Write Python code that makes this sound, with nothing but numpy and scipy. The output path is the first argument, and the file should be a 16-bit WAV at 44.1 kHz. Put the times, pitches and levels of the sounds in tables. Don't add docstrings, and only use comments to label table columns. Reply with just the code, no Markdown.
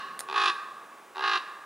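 import sys
import numpy as np
from scipy import signal
from scipy.fft import rfft, irfft, next_fast_len
from scipy.io import wavfile

SR = 44100
rng = np.random.default_rng(int(sys.argv[2]) if len(sys.argv) > 2 else 0)


def wav_record(signal):
    frames = np.transpose(np.atleast_2d(signal))
    bounded = np.clip(frames, -1, 1)
    quanta = np.round(bounded * 32767).astype(np.int16)
    wavfile.write(sys.argv[1], SR, quanta)


N = 72765
PRE = SR // 2
TILT_PIVOT_HZ = 3000


def crow():
    # start in seconds, length in seconds, gain in dB, rasp gain in dB, top pitch in Hz,
    # settled flutter rate in Hz, its time constant in seconds, rasp tilt in dB per octave,
    # final pitch drop in Hz, frequency scale of the rasp resonances.
    caws = [(-.31, 0.26, -26, -3.5, 399.7, 49.22, 0.053, -2, 31, 1.08),
            (0.2773, .22, -25, -3.5, 393.9, 48.8, 0.042, 1.5, 32, 1.0),
            (1.148, .222, -25.5, -5.5, 386.6, 46.83, .062, -1.5, 18, 1.05)]
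    track = np.zeros(PRE + N)
    for start, length, db, *voice in caws:
        call = amp(db) * caw(length, *voice)
        add(track, start, call)
        add(track, start, forest(call))
    return track[PRE:]


def caw(length, rasp_db, pitch_hz, flutter_hz, settle_s, tilt_db, drop_hz, throat_scale):
    # frequency in Hz, relative level in dB.
    body_shape = [(100, -60), (400, -55), (620, -28), (740, -17.5), (850, -12.5), (970, -15), (1105, 4),
                  (1220, -4), (1370, -11.5), (1640, -5.5), (1900, -12.5), (2200, -21.5), (3000, -40),
                  (8000, -80)]
    rasp_shape = [(200, -91), (1500, -39.5), (2230, -10), (2560, 6), (2800, -1.5), (3120, -6.5), (3650, 2),
                  (4200, -6), (5400, -14.5), (6300, -22.5), (7100, -26), (8000, -34), (10000, -29),
                  (13000, -56), (16000, -82)]
    click_shape = [(100, -71), (300, -37), (560, -12), (720, -7), (860, 7.5), (970, 5.5), (1200, -6),
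                   (1400, -1.5), (1620, -7), (1900, -50), (3000, -19), (8000, -93)]
    flutter_start_hz, arch_top_s, click_peak_s = 103.9, .095, .044
    swell_s, swell_db, rasp_swell_s, rasp_swell_db = .092, 14, .18, 8
    rattle_db, flutter_db, release_db_per_s = 18.5, 4, 638
    t = np.arange(SR // 2) / SR

    flutter_cycles = flutter_hz * t
    flutter_cycles += (flutter_start_hz - flutter_hz) * settle_s * (1 - np.exp(-t / settle_s))
    arch_hz = pitch_hz - drop_hz * np.minimum(((t - arch_top_s) / (length - arch_top_s)) ** 2, 2)
    swing_depth = .1078 * (1 - np.exp(-t / .038))
    swing = swing_depth * np.cos(2 * np.pi * (flutter_cycles - .365))
    pitch_cycles = np.cumsum(arch_hz * (1 + swing)) / SR

    onset = np.clip(1 - t / swell_s, 0, 1)
    rasp_onset = np.clip(1 - t / rasp_swell_s, 0, 1)
    flutter_phase = flutter_cycles % 1
    chop_db = (rattle_db * np.sqrt(onset) + flutter_db) * flutter_phase
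    release = amp(-release_db_per_s * np.maximum(t - length, 0))
    drive = release * amp(-swell_db * onset - chop_db)
    rasp_gain = amp(rasp_db - rasp_swell_db * rasp_onset - flutter_db * (flutter_phase - .5))

    voice = pulses(pitch_cycles)
    clicks = pulses(flutter_cycles) * t / click_peak_s * np.exp(1 - t / click_peak_s)
    hiss = unit(rng.standard_normal(len(t)) * np.exp(-3 * (pitch_cycles % 1)))
    body_source = drive * roughen(voice, hiss, noise_share=.05)
    rasp_source = drive * rasp_gain * roughen(voice, hiss, noise_share=.17)
    rasp_source += amp(rasp_db - 16.5) * clicks
    tilted = [(hz * throat_scale, db + tilt_db * np.log2(hz / TILT_PIVOT_HZ)) for hz, db in rasp_shape]
    rattle = ring(amp(-15.5) * clicks, click_shape)

    throb = 1 + .34 * np.cos(2 * np.pi * (flutter_cycles - .24))
    envelope = (1 - np.exp(-t / .021)) * throb * release
    fundamental = amp(-19) * np.sqrt(2) * np.sin(2 * np.pi * pitch_cycles) * envelope
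    return fundamental + ring(body_source, body_shape) + rattle + ring(rasp_source, tilted)


def pulses(cycles, jitter_s=.00003, shimmer_db=1.3, half_width=8):
    at = np.interp(np.arange(1, int(cycles[-1])), cycles, np.arange(len(cycles)))
    chance = rng.standard_normal((2 * SR // 100, 2))[:len(at)]
    at = (at + jitter_s * SR * chance[:, 0])[:, None]
    taps = np.floor(at).astype(int) + np.arange(1 - half_width, half_width + 1)
    window = np.cos(np.pi * (taps - at) / (2 * half_width)) ** 2
    shape = np.sinc(taps - at) * window * amp(shimmer_db * chance[:, 1:])
    return unit(np.bincount(np.clip(taps, 0, len(cycles) - 1).ravel(), shape.ravel(), len(cycles)))


def roughen(voice, hiss, noise_share):
    return np.sqrt(1 - noise_share) * voice + np.sqrt(noise_share) * hiss


def forest(x, near_db=-13, near_t60=.08):
    # frequency in Hz, reverberation time in seconds.
    decay_times = [(300, 3.3), (1100, 1.65), (2500, 1.12), (5000, 0.79), (10000, 0.65)]
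    # frequency in Hz, level in dB.
    echo_levels = [(300, -15.5), (850, -14.5), (1130, -7), (1450, -10), (1800, -7.5), (3000, -15.5),
                   (6000, -11), (10000, -5.5)]
    hz, t, noise = signal.stft(rng.standard_normal(3 * SR // 2), SR, nperseg=256)
    t60 = along(decay_times, hz)[:, None]
    energy_norm = np.sqrt(2 * np.log(1000) / (t60 * SR))
    decay = amp(along(echo_levels, hz)[:, None] - 60 * t / t60) * energy_norm
    tail = signal.istft(noise * decay, SR, nperseg=256)[1]
    near = burst(np.arange(len(tail)) / SR, near_t60)
    return signal.fftconvolve(x, tail + amp(near_db) * near / np.linalg.norm(near))


def twig(echo_db=-11.5, echo_t60=.15):
    # start in seconds, level in dB, 60 dB decay time in seconds, bassward tilt in dB per octave.
    splinters = [(0.1921, -18, 0.0027, 0), (0.1962, -29, 0.0087, -3), (.2014, -27, 0.0026, -5.5),
                 (0.204, -28.5, 0.0029, 1.5), (0.2063, -21.5, 0.0061, 2)]
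    # frequency in Hz, relative level in dB.
    wood_shape = [(200, -40), (500, -12), (2000, -7), (2800, -17), (3500, -7), (6000, -9), (7000, 0),
                  (7700, -14), (8700, 0.5), (10500, 0.5), (12500, -11.5), (15500, -25)]
    track, t = np.zeros(PRE + N), np.arange(SR // 4) / SR
    for start, db, t60, bass_db in splinters:
        colour = [(hz, level - bass_db * np.log2(hz / TILT_PIVOT_HZ)) for hz, level in wood_shape]
        crack = amp(db) * ring(burst(t, t60), colour)
        echo = burst(t, echo_t60)
        add(track, start, crack)
        add(track, start, amp(echo_db) * signal.fftconvolve(crack, echo / np.linalg.norm(echo)))
    return track[PRE:]


def air(level_db=-52.5):
    # frequency in Hz, relative level in dB.
    air_spectrum = [(25, -57), (60, -28), (120, -21.5), (190, -11), (370, -3), (600, -2), (1000, -0.5),
                    (2200, -10), (4500, -20.5), (9500, -21), (13000, -29), (15500, -25)]
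    return amp(level_db) * coloured_noise(air_spectrum)


def rumble(start_db=-60, fade_db_per_s=15.5):
    # frequency in Hz, relative level in dB.
    rumble_spectrum = [(25, -35), (60, -26), (120, -18), (190, -5.5), (350, -15.5), (700, -15), (2000, -62)]
    return amp(start_db - fade_db_per_s * np.arange(N) / SR) * coloured_noise(rumble_spectrum)


def coloured_noise(points):
    return unit(filtered(rng.standard_normal(N), lambda hz: amp(along(points, hz))))


def burst(t, t60):
    return rng.standard_normal(len(t)) * amp(-60 * t / t60)


def ring(x, points, size=4096):
    cepstrum = irfft(np.log(amp(along(points, np.fft.rfftfreq(size, 1 / SR)))))
    cepstrum[1:size // 2] *= 2
    cepstrum[size // 2 + 1:] = 0
    impulse_response = irfft(np.exp(rfft(cepstrum)))
    return signal.fftconvolve(x, impulse_response / np.linalg.norm(impulse_response))[:len(x)]


def filtered(x, response):
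    n = x.shape[-1]
    padded = next_fast_len(n + SR // 4)
    return irfft(rfft(x, padded) * response(np.fft.rfftfreq(padded, 1 / SR)), padded)[..., :n]


def along(points, hz):
    freqs, values = np.transpose(points)
    return np.interp(np.log(hz + 1), np.log(freqs + 1), values)


def amp(db):
    return 10 ** (np.asarray(db) / 20)


def unit(x):
    return x / np.sqrt(np.mean(x ** 2) + 1e-20)


def add(track, start, x):
    part = track[PRE + round(start * SR):][:len(x)]
    part += x[:len(part)]


def scene(far_balance_db=-1.1, twig_balance_db=-2.2, twig_lead_s=5e-6):
    # frequency in Hz, phase lead of the left port in radians.
    phase_lead = [(0, 0.38), (600, -0.38), (4130, -0.3), (16200, 0.0)]
    sides = np.array([[1], [-1]])
    far = filtered(crow() + air() + rumble(), lambda hz: np.exp(.5j * sides * along(phase_lead, hz)))
    far *= amp(sides * far_balance_db / 2)
    close = filtered(twig(), lambda hz: np.exp(1j * np.pi * sides * hz * twig_lead_s))
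    close *= amp(sides * twig_balance_db / 2)
    antiphase_air = sides * amp(-18.5) * air()
    return far + close + antiphase_air


def record(dry, top_hz=15800):
    return filtered(dry, lambda hz: hz < top_hz)


dry = scene()
out = record(dry)
wav_record(out)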